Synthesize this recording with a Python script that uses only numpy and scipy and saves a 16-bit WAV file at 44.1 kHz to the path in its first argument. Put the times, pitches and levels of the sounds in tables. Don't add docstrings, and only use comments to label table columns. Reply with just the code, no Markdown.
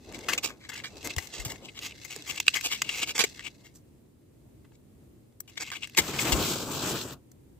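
import sys
import numpy as np
from scipy import signal
from scipy.fft import rfft, irfft, next_fast_len
from scipy.io import wavfile
from scipy.ndimage import uniform_filter1d

SR = 44100
rng = np.random.default_rng(int(sys.argv[2]) if len(sys.argv) > 2 else 0)


def store_wav(level_fs):
    pcm = np.round(np.clip(np.atleast_2d(level_fs), -1, 1) * 32767)
    wavfile.write(sys.argv[1], SR, pcm.T.astype(np.int16))


N = 334719

SIDES = np.array([[1], [-1]])
# frequency in Hz, likeness from 0 to 1.
NEAR_ALIKE = [(60, 0.73), (150, 0.98), (700, 0.87), (1500, 0.65), (4000, 0.31), (12000, 0.2)]
# frequency in Hz, gain in dB.
CASE_SHADE = [(7900, -1), (9500, -19), (11000, -11.5), (15000, -8)]
# time in seconds, level of fingers on card in dB, level of the jacket in dB,
# tightness of the grip from 0 to 1.
HANDS = [(0, -67.5, -63, .3), (0.15, -48, -42.5, .3), (0.45, -56, -54, .5), (0.56, -72, -63, .3),
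         (0.9, -61, -61, .2), (1.05, -46.5, -46.5, .4), (1.3, -53.5, -56.5, .3), (1.5, -54.5, -46.5, .3),
         (1.7, -64, -57.5, .5), (2.0, -56.5, -60.5, .6), (2.3, -53, -58, .6), (2.6, -47, -70, .8),
         (2.9, -53, -56, .7), (3.3, -50, -57.5, .4), (3.6, -68.5, -69, .5), (3.9, -88, -80, .5),
         (5.4, -88, -80, .5), (5.55, -61, -75, .4), (5.96, -55.5, -76, .4)]


def undb(db):
    return 10 ** (np.asarray(db) / 20)


def unit(x):
    return x / np.sqrt(np.mean(x ** 2))


def freqs(size):
    return np.maximum(np.fft.rfftfreq(size, 1 / SR), 1.)


def on_log(table, hz):
    f, v = np.transpose(table)
    return np.interp(np.log(hz), np.log(f), v)


def resonance(f, hz, width_hz):
    return 1 / (1 + 1j * (f - hz * hz / f) / width_hz)


def curve(table):
    t = np.arange(N) / SR
    s, *columns = np.transpose(table)
    return np.array([np.interp(t, s, c, -200, -200) for c in columns])


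def walk(rate):
    k = int(SR / rate)
    steps = np.repeat(rng.standard_normal(N // k + 1), k)
    return unit(uniform_filter1d(uniform_filter1d(steps, k), k)[:N])


def grains(shape, spread_db):
    return unit(rng.standard_normal(shape) * undb(spread_db * rng.exponential(size=shape)))


def wide_noise(spectrum, alike):
    size = next_fast_len(N)
    f = freqs(size)
    mid, side = rfft(rng.standard_normal((2, size)))
    c = np.clip(on_log(alike, f), 0, 1)
    pair = np.sqrt(1 + c) * mid + SIDES * np.sqrt(1 - c) * side
    return unit(irfft(pair * undb(on_log(spectrum, f)), size)[:, :N])


def through(x, response):
    size = next_fast_len(N)
    return unit(irfft(rfft(x, size) * response(freqs(size)), size)[..., :N])


def box(f, grip=0.97):
    # pitch in Hz before the grip scales it, width in Hz, strength in dB.
    modes = [(1274, 540, -13), (2220, 130, 7), (2684, 170, 1), (3376, 1350, -0.5), (5320, 500, -13.5),
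             (8450, 610, -4)]
    response = 0
    for k, (hz, width_hz, db) in enumerate(modes):
        response = response + (-1) ** k * undb(db) * resonance(f, hz * grip, width_hz)
    return response


def treble(f, hz=8000):
    return resonance(f, hz, 13000) ** 2


def night():
    # frequency in Hz, strength in dB per Hz.
    spectrum = [(15, -43.5), (25, -18.5), (48, -4), (136, 0.5), (173, -9.5), (204, -4.5), (331, -5.5),
                (666, -22), (1490, -33), (1800, -32.5), (5730, -38.5), (7500, -34.5), (15500, -37.5)]
    # frequency in Hz, left-right likeness from 0 to 1.
    alike = [(60, 0.93), (200, 0.69), (700, 0), (3000, 0)]
    return wide_noise(spectrum, alike) * undb(-56.3 + 1.2 * walk(4.9))


def sleeves():
    # frequency in Hz, strength in dB per Hz.
    spectrum = [(40, -7), (150, -9), (300, -2.5), (500, -7), (1000, -15.5), (4000, -52)]
    return wide_noise(spectrum, NEAR_ALIKE) * undb(curve(HANDS)[1] + 3.7 * walk(25))


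def thumps():
    # start in seconds, peak in dB, pitch in Hz, time to fade by 60 dB in seconds.
    knocks = [(1.168, -24.5, 85, 0.063), (1.389, -31.5, 46.4, 0.13), (1.459, -29.5, 114, 0.055),
              (2.161, -36, 430, 0.03), (3.238, -24.5, 420, 0.027), (5.981, -25.5, 356, 0.039),
              (6.32, -20, 61.9, 0.17)]
    out, t = np.zeros((2, N + SR)), np.arange(SR // 2) / SR
    for s, db, hz, t60 in knocks:
        ring = np.sin(2 * np.pi * hz * t + SIDES * 40 / hz)
        fade = np.exp(-np.log(1000) * t / max(t60, .01))
        soft_start = 1 - np.exp(-t / 0.0042)
        ring *= fade * soft_start
        i = int(s * SR)
        out[:, i:i + len(t)] += undb(db) * ring / np.max(np.abs(ring))
    return out[:, :N]


def stirred():
    linger_db, settle_db_per_s = -25, 300
    t, power = np.arange(N) / SR, undb(curve(HANDS)[0]) ** 2
    for s, db, *_, breadth_db in touches():
        db -= max(breadth_db, 0)
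        after = slice(int(s * SR), int((s + .3) * SR))
        power[after] += undb(db + linger_db - settle_db_per_s * (t[after] - s)) ** 2
    return 10 * np.log10(power)


def rustle():
    slips = grains((2, N), 2.7) * undb(2.5 * walk(60) + 3.5 * walk(350))
    shared = slips[0] + .5 * SIDES * slips[1]
    tight = np.clip(curve(HANDS)[2] + 0.4 * walk(11), 0, 1)
    loose_ring = through(shared * np.sqrt(1 - tight), box)
    tight_ring = through(shared * np.sqrt(tight), lambda f: box(f, 1.19))
    ring = (loose_ring + tight_ring) / np.sqrt(2)
    crackle = undb(1.5 + 1.7 * walk(15)) * through(slips, treble)
    return (ring + crackle) * undb(stirred())


def ticks():
    # start in seconds, peak in dB, ring in Hz.
    clicks = [(0.1245, -27.5, 2320), (0.1905, -24, 2180), (0.2857, -23, 1430), (0.4343, -15, 2620),
              (1.0296, -26.5, 3080), (2.361, -20, 2720), (2.611, -14, 2200), (2.658, -20, 2700),
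              (3.024, -16, 2370), (3.0873, -25, 2490), (3.5469, -48, 4200), (5.4977, -33.5, 2330),
              (5.849, -41, 2090), (5.8738, -24, 2240), (5.8974, -29.5, 2650), (5.9724, -12, 4500),
              (5.9763, -1.5, 2440), (6.322, -24, 2640)]
    size = 2048
    out, t, f = np.zeros(N + size), np.arange(size) / SR, freqs(size)
    for slip, (s, db, hz) in zip(grains((len(clicks), size), 2.3), clicks):
        push = .3 * slip * np.exp(-t / 0.0014)
        push[0] += 2.5
        colour = 0.2 * box(f) + resonance(f, hz, 700) + 0.4 * treble(f)
        sound = irfft(rfft(push) * colour, size)
        i = int(s * SR)
        out[i:i + size] += undb(db) * sound / np.max(np.abs(sound))
    return out[:N]


def sputter(x):
    bands = 250 * 2. ** np.arange(7)
    size = next_fast_len(N)
    whole, f = rfft(x, size), freqs(size)
    inside = np.clip(f, bands[0], bands[-1])
    out = 0
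    for hz in bands:
        share = np.clip(1 - np.abs(np.log2(inside / hz)), 0, 1)
        out = out + irfft(whole * share, size)[:, :N] * undb(2.5 * walk(25))
    return out


def flare():
    # time in seconds, hiss level in dB, roar level in dB.
    levels = [(5.99, -33, -30), (6.025, -35, -41), (6.16, -32, -38), (6.25, -25, -32), (6.36, -27, -30),
              (6.47, -25, -31), (6.65, -33.5, -39), (6.83, -27.5, -30), (6.96, -30, -34),
              (7.05, -37.5, -44), (7.135, -36, -45), (7.158, -63, -52), (7.21, -80, -66)]
    # frequency in Hz, strength in dB per Hz.
    hiss_spectrum = [(350, -17), (600, -9.5), (1200, -6.5), (2000, -7), (3200, -4.5), (6000, -8),
                     (7500, -5), (15000, -6.5)]
    roar_spectrum = [(15, -50.5), (25, -28), (64, -5.5), (135, 2.5), (177, -1.5), (356, 0), (750, -11),
                     (1200, -11), (1560, -16), (2640, -120)]
    hiss_db, roar_db = curve(levels)
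    hiss = sputter(wide_noise(hiss_spectrum, NEAR_ALIKE))
    closing = np.interp(np.arange(N) / SR, (6.3, 6.5, 7.1), (-1, 0, 1))
    low_gone, high_gone = [through(hiss, lambda f: 1 - resonance(f, hz, 350)) for hz in (1850, 2150)]
    cupped = low_gone + np.clip(closing, 0, 1) * (high_gone - low_gone)
    hiss = cupped + np.clip(-closing, 0, 1) * (hiss - cupped)
    roar = wide_noise(roar_spectrum, NEAR_ALIKE)
    flutter = walk(30)
    hiss_gain = undb(hiss_db + 0.93 * flutter + 1.4 * walk(250))
    roar_gain = undb(roar_db + 0.54 * flutter + 1.7 * walk(12) + 2.0 * walk(70))
    return hiss * hiss_gain + roar * roar_gain


def touches():
    # peak time in seconds, peak rms level in dB,
    # fall in seconds (below 0.001, even negative, counts as 0.001), ring in Hz, breadth in dB.
    taps = [(0.287, -23.5, 0.06, 1460, -0.5), (0.380, -25, 0.014, 3600, -6),
            (0.7188, -41.5, 0.1, 1560, -10), (0.802, -41, 0, 1920, -19), (0.8395, -33, 0.04, 1860, -8),
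            (1.166, -33, -0.05, 2170, 4), (1.1839, -26.5, 0.0079, 3000, -1), (1.56, -47, -0.04, 2550, -15),
            (1.7915, -35.5, -0.4, 2700, -8), (2.164, -35, 0, 3180, 6), (2.224, -42, -0.2, 2790, -4),
            (2.2673, -38, 0.2, 3400, -1.5), (2.403, -22, 0, 2670, -3), (2.4822, -10, -0.03, 2800, -12),
            (2.8208, -20.5, -0.06, 2660, -6.5), (2.844, -39.5, 0.3, 2730, -6.5),
            (2.8925, -26, 0.011, 2230, -10), (3.1931, -18.5, 0.03, 2030, -0.5),
            (4.647, -60.5, 0.02, 900, -10), (4.721, -64, 0.01, 1000, -10), (5.4059, -33, -0.02, 1090, 32),
            (5.4789, -50.5, 0.04, 2730, -1), (5.704, -38, -0.1, 2080, -8), (5.718, -33.5, 0.04, 1600, -5.5),
            (5.950, -40.5, -0.2, 2220, -9.5), (6.1905, -25, 0.01, 2440, -10), (6.323, -21, 0.022, 2270, -1),
            (7.3176, -52.5, 0.0048, 3080, 21)]
    # peak time in seconds, peak rms level in dB,
    # rise in seconds, fall in seconds, ring in Hz, breadth in dB.
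    scrapes = [(0.1474, -39, 0.018, 0.032, 2130, -2), (0.3359, -22, 0.017, 0.011, 2400, -2),
               (0.4433, -23.5, 0.016, 0.045, 2580, 1.5), (0.497, -40.5, 0.015, 0.046, 1200, -3.5),
               (0.6545, -45, 0.061, 0.027, 1870, -9), (0.692, -37, 0.006, 0.024, 1630, 2),
               (0.7412, -40, 0.017, 0.028, 2040, -1), (0.764, -38, 0.012, 0.062, 2460, -1),
               (0.875, -45.5, 0.032, 0.017, 2300, 0), (1.052, -31.5, 0.012, 0.029, 3000, 5),
               (1.1105, -37, 0.022, 0.016, 2310, -9), (1.24, -43.5, 0.092, 0.05, 2200, 3),
               (1.3444, -36, 0.031, 0.088, 2200, -0.5), (1.4006, -35.5, 0.011, 0.031, 2020, 3.5),
               (1.4546, -31.5, 0.0078, 0.027, 2420, 8), (1.5128, -36.5, 0.039, 0.033, 2000, 4),
               (1.6598, -43, 0.04, 0.025, 2580, -3), (1.6931, -42.5, 0.012, 0.0082, 2630, -16),
               (1.7738, -40.5, 0.027, 0.026, 2240, -7), (1.8543, -34, 0.052, 0.045, 2170, -2.5),
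               (1.922, -43.5, 0.043, 0.015, 2570, -10), (2.0517, -38.5, 0.01, 0.016, 3130, 2),
               (2.1145, -38.5, 0.024, 0.085, 2830, 0.5), (2.3117, -30.5, 0.031, 0.0039, 2580, -1),
               (2.3816, -33, 0.021, 0.0051, 2680, -4.5), (2.472, -34, 0.02, 0.02, 2700, -3),
               (2.5436, -26, 0.0072, 0.0066, 2680, -6), (2.5639, -26, 0.027, 0.03, 3080, -6),
               (2.6623, -24.5, 0.032, 0.029, 2640, 1.5), (2.7288, -26.5, 0.034, 0.044, 2230, -5),
               (2.93, -34, 0.047, 0.13, 2600, -0.5), (3.0044, -33, 0.085, 0.0054, 2530, -1),
               (3.037, -24, 0.033, 0.0088, 2370, -5), (3.1112, -29.5, 0.055, 0.013, 2650, -2.5),
               (3.1552, -24.5, 0.0097, 0.088, 3500, 0), (3.2081, -20.5, 0.006, 0.047, 2010, -0.5),
               (3.2445, -20, 0.01, 0.005, 2060, 0), (3.409, -37.5, 0.043, 0.0071, 1900, -7),
               (3.4764, -34, 0.051, 0.013, 2780, -8), (3.6589, -51.5, 0.028, 0.045, 2020, 1),
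               (3.7647, -49.5, 0.03, 0.03, 2670, 21), (4.7557, -63, 0.043, 0.017, 7500, 0),
               (5.5802, -31.5, 0.013, 0.0052, 2090, -7), (5.6268, -32.5, 0.035, 0.012, 3320, -2),
               (5.685, -40.5, 0.065, 0.021, 2300, -6), (5.761, -36.5, 0.038, 0.033, 2850, -6),
               (5.84, -31.5, 0.025, 0.02, 2590, -10), (5.9898, -15, 0.019, 0.016, 2100, 0.5)]
    tap_rise_s = 0.0035
    return [(s, db, tap_rise_s, *rest) for s, db, *rest in taps] + list(scrapes)


def contacts():
    size, lead = 8192, 3000
    out, t, f = np.zeros((2, N + size)), (np.arange(size) - lead) / SR, freqs(size)
    rows = touches()
    slips, place = grains((len(rows), size), 3.34), rng.standard_normal((len(rows), 2))
    clumps = np.repeat(rng.standard_normal((len(rows), size // 64)), 64, axis=1)
    slips *= undb(5 * uniform_filter1d(clumps, 192))
    for slip, (pan, spot), (s, db, rise, fall, hz, breadth_db) in zip(slips, place, rows):
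        thud_db = min(-10 + 1.1 * breadth_db, 3)
        if 1.55 < s < 2.95:
            thud_db -= 3
        apart = np.where(t < 0, -t / max(rise, 2e-4), t / max(fall, 1e-3))
        push = slip * undb(-20 * apart ** np.where(t < 0, 1.8, 1.2))
        push[lead - int(.0012 * SR)] += 18 * np.exp(-rise / 0.0025)
        body = 0.62 * box(f, 1 + 0.063 * spot) + resonance(f, hz, 550)
        crackle = treble(f, 8000 * undb(np.clip(0.13 * breadth_db, -1, 4)))
        thud = resonance(f, 600, 900)
        colour = body + undb(breadth_db - 5.5) * crackle + undb(thud_db) * thud
        lag = 1.83 + 2.13 * spot
        delay = np.exp(1j * np.pi * SIDES * f * lag / SR)
        sound = irfft(rfft(push) * colour * delay, size) * undb(SIDES * 2.1 * pan)
        heard = irfft(rfft(sound) * undb(on_log(CASE_SHADE, f)), size)
        loudest = np.max(uniform_filter1d(np.mean(heard ** 2, axis=0), int(.004 * SR)))
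        i = int(s * SR)
        out[:, i:i + size] += sound * undb(db) / np.sqrt(loudest)
    return out[:, lead:N + lead]


def tent(x):
    t60_s, wash_db = .028, -6
    t = np.arange(int(.06 * SR)) / SR
    wash = rng.standard_normal((2, len(t))) * np.exp(-np.log(1000) * t / t60_s) * (t > .0006)
    wash *= undb(wash_db) / np.sqrt(np.sum(wash ** 2, axis=1, keepdims=True))
    wash[:, 0] = 1
    return signal.fftconvolve(x, wash, axes=1)[:, :N]


def scene():
    # frequency in Hz, left minus right in dB.
    port_balance = [(40, 10), (120, 2.5), (300, 0), (1300, 3.5), (2400, 6.5), (4400, -2.5), (9000, 5),
                    (15000, 7)]
    size = next_fast_len(N)
    f = freqs(size)
    near = tent(contacts() + ticks() + rustle()) + sleeves() + thumps() + flare()
    phone = undb(on_log(CASE_SHADE, f) + SIDES * on_log(port_balance, f) / 2)
    return irfft(rfft(near, size) * phone, size)[:, :N] + night()


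def record(dry):
    no_bass = signal.sosfilt(signal.butter(3, 42, "high", fs=SR, output="sos"), dry)
    clipped = np.clip(no_bass, -.94, .94)
    return signal.sosfilt(signal.ellip(10, .2, 70, 15500, fs=SR, output="sos"), clipped)


dry = scene()
out = record(dry)
store_wav(out)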